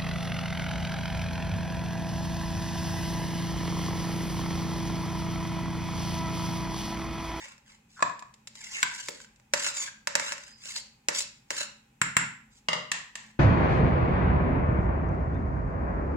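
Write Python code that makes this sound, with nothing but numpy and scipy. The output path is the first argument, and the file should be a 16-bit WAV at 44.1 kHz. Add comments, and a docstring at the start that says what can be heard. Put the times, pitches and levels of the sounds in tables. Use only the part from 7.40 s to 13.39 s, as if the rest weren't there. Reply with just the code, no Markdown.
"""A small, hard-walled kitchen, heard through a close pair of microphones. Soft cheese is spooned from a
hand-held plate into an aluminium saucepan. The steel spoon lands and rings the plate, at times with a
dull thud, then sticks and slips across it in hissing, squealing strokes. Two knocks ring the
pan's rim, then plate and spoon are put down on the stone counter. The walls throw each sound back,
and a low hum fills the room."""
import sys
import numpy as np
from scipy import signal
from scipy.fft import rfft, irfft, next_fast_len
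from scipy.io import wavfile
from scipy.ndimage import map_coordinates

SR = 44100
rng = np.random.default_rng(int(sys.argv[2]) if len(sys.argv) > 2 else 0)


def dump_mix(stems):
    """Bounce the given channels to the path in sys.argv[1] as a 16-bit WAV at rate SR."""
    frames = np.atleast_2d(stems).T  # one column per channel
    limited = np.clip(frames, -1, 1)  # hard clip at full scale
    pcm = np.round(limited * 32767).astype(np.int16)
    wavfile.write(sys.argv[1], SR, pcm)


N = 264159
T = np.arange(N) / SR

# Scraping strokes; the hand steadily presses harder or eases off. Each row: start and end in seconds,
# relative level at the end in dB, swell over the stroke in dB, growl offset in dB.
STROKES = [ (0.0, 0.125, -51, -5, 1), (0.263, 0.352, -58.5, 1.5, -1), (0.506, 0.62, -54.5, 7.5, -11),
           (1.157, 1.422, -38.5, 8, -8.5), (1.478, 1.604, -33.5, 14, -6.5),
           (1.644, 1.836, -52.5, -10.5, -11), (2.157, 2.289, -26.5, 11.5, -5.5), (2.35, 2.476, -36, -2, -7),
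           (2.803, 2.923, -34.5, 5, 0), (2.94, 3.113, -52.5, 0.5, -4), (3.17, 3.293, -34, 28, -8),
           (3.305, 3.388, -33, 8.5, -13), (3.747, 3.82, -30, -4.5, -15.5), (4.119, 4.224, -28, 12, -5.5),
           (5.121, 5.192, -59.5, -1.5, -25), (5.835, 5.902, -60, -1.5, 3.5), ]
# Squeals of the sliding edge.
# Each row: start and end in seconds, first and last pitch in Hz, relative level in dB.
SQUEALS = [ (0.0, 0.057, 2216, 2400, -48.5), (0.56, 0.62, 1550, 1324, -46.5),
           (1.161, 1.341, 2460, 1760, -54), (1.29, 1.43, 5540, 7560, -44.5),
           (1.322, 1.415, 2970, 1453, -35.5), (2.249, 2.312, 6910, 7640, -35.5),
           (2.345, 2.447, 7190, 6500, -33), (2.463, 2.497, 1600, 1620, -40),
           (2.977, 3.242, 4980, 4900, -57.5), (3.353, 3.384, 4000, 4940, -33.5),
           (3.743, 3.802, 3940, 3810, -46), (4.183, 4.226, 4154, 3865, -37), ]

# Contacts. Each row: start in seconds, relative level in dB.
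CATCHES = [(0.792, -31), (0.939, -37), (1.072, -24.5), (1.153, -30), (1.684, -17.5), (1.959, -46.5),
           (2.224, -20), (2.369, -17.5), (3.255, -25), (3.361, -17.5), (3.377, -25), (3.748, -21),
           (3.804, -17), (4.165, -22)]  # the spoon's edge catches on the plate with a bright tick
PLATE_TAPS = [(0.055, -38), (0.179, -49), (1.685, -26.5), (1.998, -52.5), (2.136, -9), (2.265, -19.5),
              (2.672, -15.5), (2.753, -9), (2.797, -19.5), (2.921, -21), (2.98, -34), (3.685, -11.5),
              (4.105, -18.5), (4.208, -23)]  # the spoon lands on the plate
EDGE_BUMPS = [(0.592, -37.5), (0.605, -32), (0.624, -9), (0.696, -29.5), (0.823, -34)]  # damped by cheese, it bumps the plate's edge over the pan
SCOOP_CLACKS = [(1.429, -5.5), (1.592, -33), (1.802, -38), (1.845, -40.5), (2.477, -31.5)]  # it digs under the heap and hits the plate's wall
RIM_KNOCKS = [(4.615, -11), (4.767, -7.5)]  # it is knocked clean on the pan's rim
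PLATE_THUDS = [(1.688, -30), (3.686, -29), (4.107, -31.5)]  # a dull low thud under three of the taps on the plate
PLATE_DOWN = [(5.285, -11.5), (5.33, -13.5)]  # the plate meets the counter and rocks once
SPOON_DOWN = [(5.516, -17), (5.754, -28.5)]  # the spoon is laid down and settles

# Broad colour of each contact, and of the hum. Each row: frequency in Hz, relative level in dB.
RUB_COLOUR = [(150, -39), (300, -18.5), (470, -14.5), (580, -9.5), (730, -20.5), (880, -5.5), (1150, -10.5),
              (1550, -7.5), (2100, -3), (3300, -3.5), (3900, -3.5), (4600, -1), (6300, -3), (7200, 1),
              (8200, -6), (15500, -32)]
PLATE_COLOUR = [(60, -30.5), (200, -16), (400, -16.5), (580, -4.5), (730, -20), (930, 0.5), (1150, -6.5),
                (1850, -0.5), (2750, -5), (3400, -12.5), (5400, -5.5), (7500, -6.5), (10200, -22.5),
                (15500, -36)]
EDGE_COLOUR = [(26, -61), (45, -29), (160, -23.5), (416, -22.5), (646, -11.5), (845, -18), (955, -2),
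               (1080, -3.5), (1450, -17), (1640, -12.5), (3160, -30), (3490, -22.5), (5420, -27.5),
               (7630, -28.5), (15500, -73)]
SCOOP_COLOUR = [(100, -25), (400, -22.5), (750, -24.5), (970, -8.5), (1250, -9.5), (1550, -1), (1850, -6.5),
                (2200, -2.5), (2800, -8.5), (5000, -13), (6500, -17.5), (7500, -15), (10000, -33.5),
                (15000, -35.5)]
RIM_COLOUR = [(26, -42.5), (45, -23.5), (130, -8), (249, -10), (396, -19), (767, -19), (979, -3.5),
              (1160, -11), (2090, -0.5), (2940, -10), (5160, -19), (6430, -20), (7450, -10), (9740, -22.5),
              (15500, -36.5)]
THUD_COLOUR = [(80, -25.5), (170, -13.5), (350, -1.5), (520, 3), (720, -21.5), (2000, -27)]
COUNTER_COLOUR = [(26, -57.5), (45, -23), (98, -18), (157, -7), (318, -20), (506, -2.5), (767, -13),
                  (1220, -1), (1600, -11.5), (2040, -1), (2480, -20), (2800, -4), (4350, -15), (7270, -13),
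                  (15500, -60)]
SPOON_COLOUR = [(59, -59), (100, -22.5), (201, -19), (333, -25), (742, -15.5), (1110, -7), (1460, -12.5),
                (1880, -3), (2220, -7), (2690, -5.5), (5070, -11.5), (7410, -8.5), (15500, -46.5)]
HUM_COLOUR = [(15, -45), (25, -5.5), (71, -3), (119, -4), (221, -1.5), (349, -14), (537, -10.5),
              (666, -21.5), (997, -14.5), (1140, -17.5), (2560, -16.5), (4500, -27.5), (7300, -21),
              (10100, -30.5), (15500, -31.5)]

# Resonances on those colours. Each row: centre in Hz, width in Hz, rise in dB (a dip if negative).
PLATE_MODES = [(575, 74, 9.5), (1020, 52, 1.5), (1290, 110, 0), (1560, 280, 3), (2152, 22, 7),
               (2680, 32, 7), (3856, 88, 8), (5330, 120, 5), (7450, 360, 5)]
EDGE_MODES = [(710, 29.4, 4.4), (1026, 67, 6.9), (1123, 24, 9.3), (1717, 130, 7.1), (2500, 71, 13),
              (7450, 300, 12.6)]
SCOOP_MODES = [(993, 41, 9.7), (1555, 52, 10.3), (2240, 40, 5.2), (7460, 560, 9.9)]
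RIM_MODES = [(150, 43, 2.1), (993, 37.4, 2.1), (1390, 160, 10.5), (1664, 210, 5.9), (2081, 110, 3.1),
             (2710, 73, 7.4), (4050, 59, 2.7), (5530, 180, 9.8), (7380, 560, 12.3)]
THUD_MODES = [(525, 90, 1.5)]
COUNTER_MODES = [(612, 12, 12), (936, 110, 7), (1180, 29, 5.3), (2090, 180, 7.2), (2830, 60, 11.8),
                 (3200, 60, 6.5), (3890, 38, 9.5), (4880, 280, 9.3)]
SPOON_MODES = [(965, 21, 8.3), (1780, 144, 6.3), (1920, 71, 2.7), (2720, 31, 7), (7417, 170, 7.8)]
HUM_MODES = [(49.2, 5.6, 7.5), (125.4, 3.8, 14), (161, 19, 3.5), (217, 6.5, 12.5), (600, 220, -6),
             (810, 55, 13), (2530, 110, 6.5)]

# The kitchen's walls. Each row: frequency in Hz, time to fall 60 dB in seconds, relative level in dB.
ROOM_TAIL = [(59.7, .45, -5.5), (150, 0.49, 1), (354, 0.41, -6), (582.4, 0.36, -1), (1210, 0.45, -4),
             (2000, 0.45, -4), (3770, 0.41, -5), (6940, 0.36, -6.5), (14900, 0.039, -3)]
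STANDING_WAVES = [(131, 1, 6.5), (170, .42, 9), (245.4, 0.94, 6)]


def scraping(hiss_db=-4, growl_db=-4.5, split_hz=2500, mode_share=0.7):
    """The spoon's edge slides over the plate with a high hiss and a low growl, balanced per stroke."""
    hiss_level, growl_level = np.zeros(N), np.zeros(N)
    for start, end, db, swell_db, low_db in STROKES:
        pressure = undb(db) * stroke(start, end, swell_db)
        hiss_level += pressure * undb(hiss_db)
        growl_level += pressure * undb(growl_db + low_db)
    force = tip_echoes(slips(per_s=600, spread_db=-1.5, grit=0.56, judder_db=3.5))
    body = ring(RUB_COLOUR, [(hz, width, db * mode_share) for hz, width, db in PLATE_MODES])
    response = scattered(body, spread_ms=1.0)
    sound = signal.fftconvolve(force[None], response, axes=1)[:, :N]
    growl = lowpass(sound, split_hz, slope=6)
    hiss = sound - growl
    return np.sqrt(N) * (unit(hiss) * hiss_level + unit(growl) * growl_level)


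def stroke(start, end, swell_db, attack_s=0.0091, release_s=0.014):
    """The hand's pressure: a quick touch-down, a steady rise or fall to 1 at the end, a quick lift."""
    to_go = np.clip((end - T) / (end - start), 0, 1)
    off_plate = np.maximum(start - T, 0) / attack_s + np.maximum(T - end, 0) / release_s
    return undb(-swell_db * to_go) * np.exp(-off_plate)


def slips(per_s, spread_db, grit, judder_db, judder_hz=90):
    """Stick-slip force: tiny uneven slips over fine friction noise, bunched as the spoon judders."""
    spread = undb(spread_db * np.minimum(rng.exponential(size=N), 4))
    sizes = spread * rng.standard_normal(N)
    slipping = rng.random(N) < per_s / SR
    force = grit * unit(sizes * slipping) + unit(rng.standard_normal(N))
    judder = unit_rms(lowpass(rng.standard_normal(N), judder_hz))
    return unit_rms(force * undb(judder_db * judder))


def tip_echoes(force, echo_ms=0.891, echo_gain=0.6, wander=0.2, wander_hz=7):
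    """Each slip returns from the spoon's tip; as the contact roams, a comb of resonances slides about."""
    roam = unit_rms(lowpass(rng.standard_normal(N), wander_hz, slope=4))
    lag_s = echo_ms / 1000 * np.exp(wander * roam)
    return sum(echo_gain ** trip * map_coordinates(force, [(T - trip * lag_s) * SR], mode="mirror")
               for trip in range(3))


def squeals(gain_db=-4, steady_width_hz=140, glide_smear=0.44):
    """Slips drive a resonance of the spoon that slides as the point of contact moves along its edge."""
    out = np.zeros((2, N))
    force = slips(per_s=810, spread_db=2.5, grit=1.0, judder_db=6)
    for start, end, start_hz, end_hz, db in SQUEALS:
        width_hz = steady_width_hz + glide_smear * abs(end_hz - start_hz)
        first, length = int(start * SR), int((end - start) * SR)
        swell = np.sqrt(np.hanning(length))
        drive = lowpass(force[first:first + length], width_hz / 2)
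        waver = lowpass(rng.standard_normal(length), width_hz / 2)
        phase = 2 * np.pi * np.cumsum(np.linspace(start_hz, end_hz, length)) / SR
        tone = (unit(drive) * np.cos(phase) + unit(waver) * np.sin(phase)) * swell
        sound = unit(scattered(tone, spread_ms=0.35))
        add(out, start, sound * np.sqrt(length) * undb(db + gain_db))
    return out


def edge_catches():
    """The spoon's edge snags and sets the plate ticking."""
    return blows(CATCHES, RUB_COLOUR, PLATE_MODES, chatter_ms=3.3, gain_db=9.5, left_db=1)


def plate_strikes():
    """The spoon rings the hand-held plate on its face, edge and wall."""
    taps = blows(PLATE_TAPS, PLATE_COLOUR, PLATE_MODES, chatter_ms=1.8, gain_db=17, left_db=-0.5)
    bumps = blows(EDGE_BUMPS, EDGE_COLOUR, EDGE_MODES, chatter_ms=2.3, gain_db=19, left_db=1)
    clacks = blows(SCOOP_CLACKS, SCOOP_COLOUR, SCOOP_MODES, chatter_ms=1.4, gain_db=15, left_db=1)
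    return taps + bumps + clacks


def rim_knocks():
    """Steel on the rim rings the aluminium pan."""
    return blows(RIM_KNOCKS, RIM_COLOUR, RIM_MODES, chatter_ms=2.1, gain_db=19, left_db=-0.5)


def plate_thuds():
    """A dull low thud under three of the spoon's taps on the plate, a little right of centre."""
    return blows(PLATE_THUDS, THUD_COLOUR, THUD_MODES, chatter_ms=2.1, gain_db=16, left_db=-2)


def counter_clatter():
    """Plate, then spoon, ring against the stone counter."""
    plate = blows(PLATE_DOWN, COUNTER_COLOUR, COUNTER_MODES, chatter_ms=2.97, gain_db=16, left_db=0.2)
    spoon = blows(SPOON_DOWN, SPOON_COLOUR, SPOON_MODES, chatter_ms=3, gain_db=19.5, left_db=0.5)
    return plate + spoon


def blows(rows, points, modes, chatter_ms, gain_db, left_db):
    """Brief contact chatter rings the struck body, left_db louder at the left microphone than the right."""
    out, body = np.zeros((2, N)), ring(points, modes)
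    balance_db = np.array([[left_db], [-left_db]]) / 2
    for start, db in rows:
        sound = unit(scattered(body, chatter_ms))
        add(out, start, sound * undb(db + gain_db + balance_db))
    return out


def ring(points, modes, size=8192):
    """A body's response to one sharp push."""
    cepstrum = irfft(np.log(colour(bin_hz(size), points, modes) + 1e-9))
    # Minimum phase: nothing sounds before the push.
    cepstrum[1:size // 2] *= 2
    cepstrum[size // 2 + 1:] = 0
    return unit(irfft(np.exp(rfft(cepstrum))))


def scatter(spread_ms, size=2048):
    """A quickly swelling and dying spray of tiny impulses at both microphones."""
    age = T[1:size + 1] * 1000 / spread_ms
    fade = np.sqrt(age) * np.exp(-age)
    spray = microphone_noise(size) * fade
    for _ in range(5):  # even out the spectrum while keeping the spray short
        spectrum = rfft(spray)
        spray = irfft(spectrum / (np.abs(spectrum) + 1e-9)) * np.sqrt(fade)
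    return unit(spray)


def scattered(sound, spread_ms):
    """One sound reaches both microphones, smeared by a spray of impulses."""
    return signal.fftconvolve(sound[None], scatter(spread_ms), axes=1)


def kitchen(dry, wet_db, near_db=-7, near_ms=4.9, near_lag_s=0.0015, build_s=0.015, size=32768):
    """The nearby counter and corner reflect first; hard walls add a diffuse tail and standing waves."""
    t = T[:size]
    band_hz, decays_s, levels_db = np.transpose(ROOM_TAIL)
    field = rfft(microphone_noise(size))
    tail = np.zeros((2, size))
    for band, decay_s, db in zip(np.eye(len(band_hz)), decays_s, levels_db):
        band_gain = np.interp(np.log(bin_hz(size)), np.log(band_hz), band)
        fade = unit(np.exp(-np.log(1000) * t / decay_s) * (1 - np.exp(-t / build_s)))
        tail += undb(db) * fade * irfft(field * band_gain)
    for hz, decay_s, db in STANDING_WAVES:
        damping = np.log(1000) / decay_s
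        wave = np.exp(-damping * t) * np.cos(2 * np.pi * hz * t)
        tail += undb(db) * 2 * damping / SR * wave
    response = undb(wet_db) * tail
    add(response, near_lag_s, undb(near_db) * scatter(near_ms))
    return dry + signal.fftconvolve(dry, response, axes=1)[:, :N]


def hum(level_db=-63.5):
    """Room tone: a low appliance hum and faint hiss."""
    noise = shaped(microphone_noise(N), lambda hz: colour(hz, HUM_COLOUR, HUM_MODES))
    return unit_rms(noise) * undb(level_db)


def microphone_noise(size, apart_hz=450):
    """Noise as two close microphones hear it: long waves alike, short waves unrelated."""
    angle = lambda hz: np.minimum(hz / apart_hz, 1) ** 3 * np.pi / 4
    mid = shaped(rng.standard_normal(size), lambda hz: np.cos(angle(hz)))
    side = shaped(rng.standard_normal(size), lambda hz: np.sin(angle(hz)))
    return np.array([mid + side, mid - side])


def colour(hz, points, modes):
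    """Gain at hz: a broad spectrum with resonances standing on it."""
    point_hz, db = np.transpose(points)
    broad = undb(np.interp(np.log(hz), np.log(point_hz), db))
    peaks = sum((undb(2 * rise) - 1) / (1 + (2 * (hz - centre) / width) ** 2)
                for centre, width, rise in modes)
    return broad * np.sqrt(np.maximum(1 + peaks, 0.1))


def shaped(x, gain_at):
    """Filter x with a gain that is a function of frequency."""
    size = next_fast_len(x.shape[-1])
    return irfft(rfft(x, size) * gain_at(bin_hz(size)), size)[..., :x.shape[-1]]


def lowpass(x, corner_hz, slope=2):
    """Roll off the highs, halving the amplitude at the corner."""
    return shaped(x, lambda hz: 1 / (1 + (hz / corner_hz) ** slope))


def bin_hz(size):
    """Frequencies of a spectrum, held at 1 Hz or above."""
    return np.maximum(np.fft.rfftfreq(size, 1 / SR), 1)


def undb(db):
    """Decibels to gain."""
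    return 10 ** (np.asarray(db) / 20)


def unit(x):
    """Scale to an energy of one in each channel."""
    return x / np.sqrt(np.sum(x ** 2, axis=-1, keepdims=True))


def unit_rms(x):
    """Scale to a mean power of one in each channel."""
    return unit(x) * np.sqrt(x.shape[-1])


def add(out, start_s, sound):
    """Mix a sound into out at start_s."""
    first = int(start_s * SR)
    out[:, first:first + sound.shape[1]] += sound[:, :N - first]


def scene():
    """Each source has its own spot in the kitchen: the plate sounds closest, the counter farthest."""
    rubbing = scraping() + squeals() + edge_catches()
    plate = plate_strikes()
    knocks = rim_knocks() + plate_thuds()
    counter = counter_clatter()
    return (kitchen(rubbing, wet_db=-3) + kitchen(plate, wet_db=-2)
            + kitchen(knocks, wet_db=0.5) + kitchen(counter, wet_db=3) + hum())


def record(dry, ceiling=0.66, top_hz=15800):
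    """The phone rounds the loudest peaks at its microphones and cuts the highest treble."""
    rounded = ceiling * np.tanh(dry / ceiling)
    treble_cut = signal.ellip(10, 0.2, 90, top_hz, fs=SR, output="sos")
    return signal.sosfilt(treble_cut, rounded)


dry = scene()
out = record(dry)
dump_mix(out)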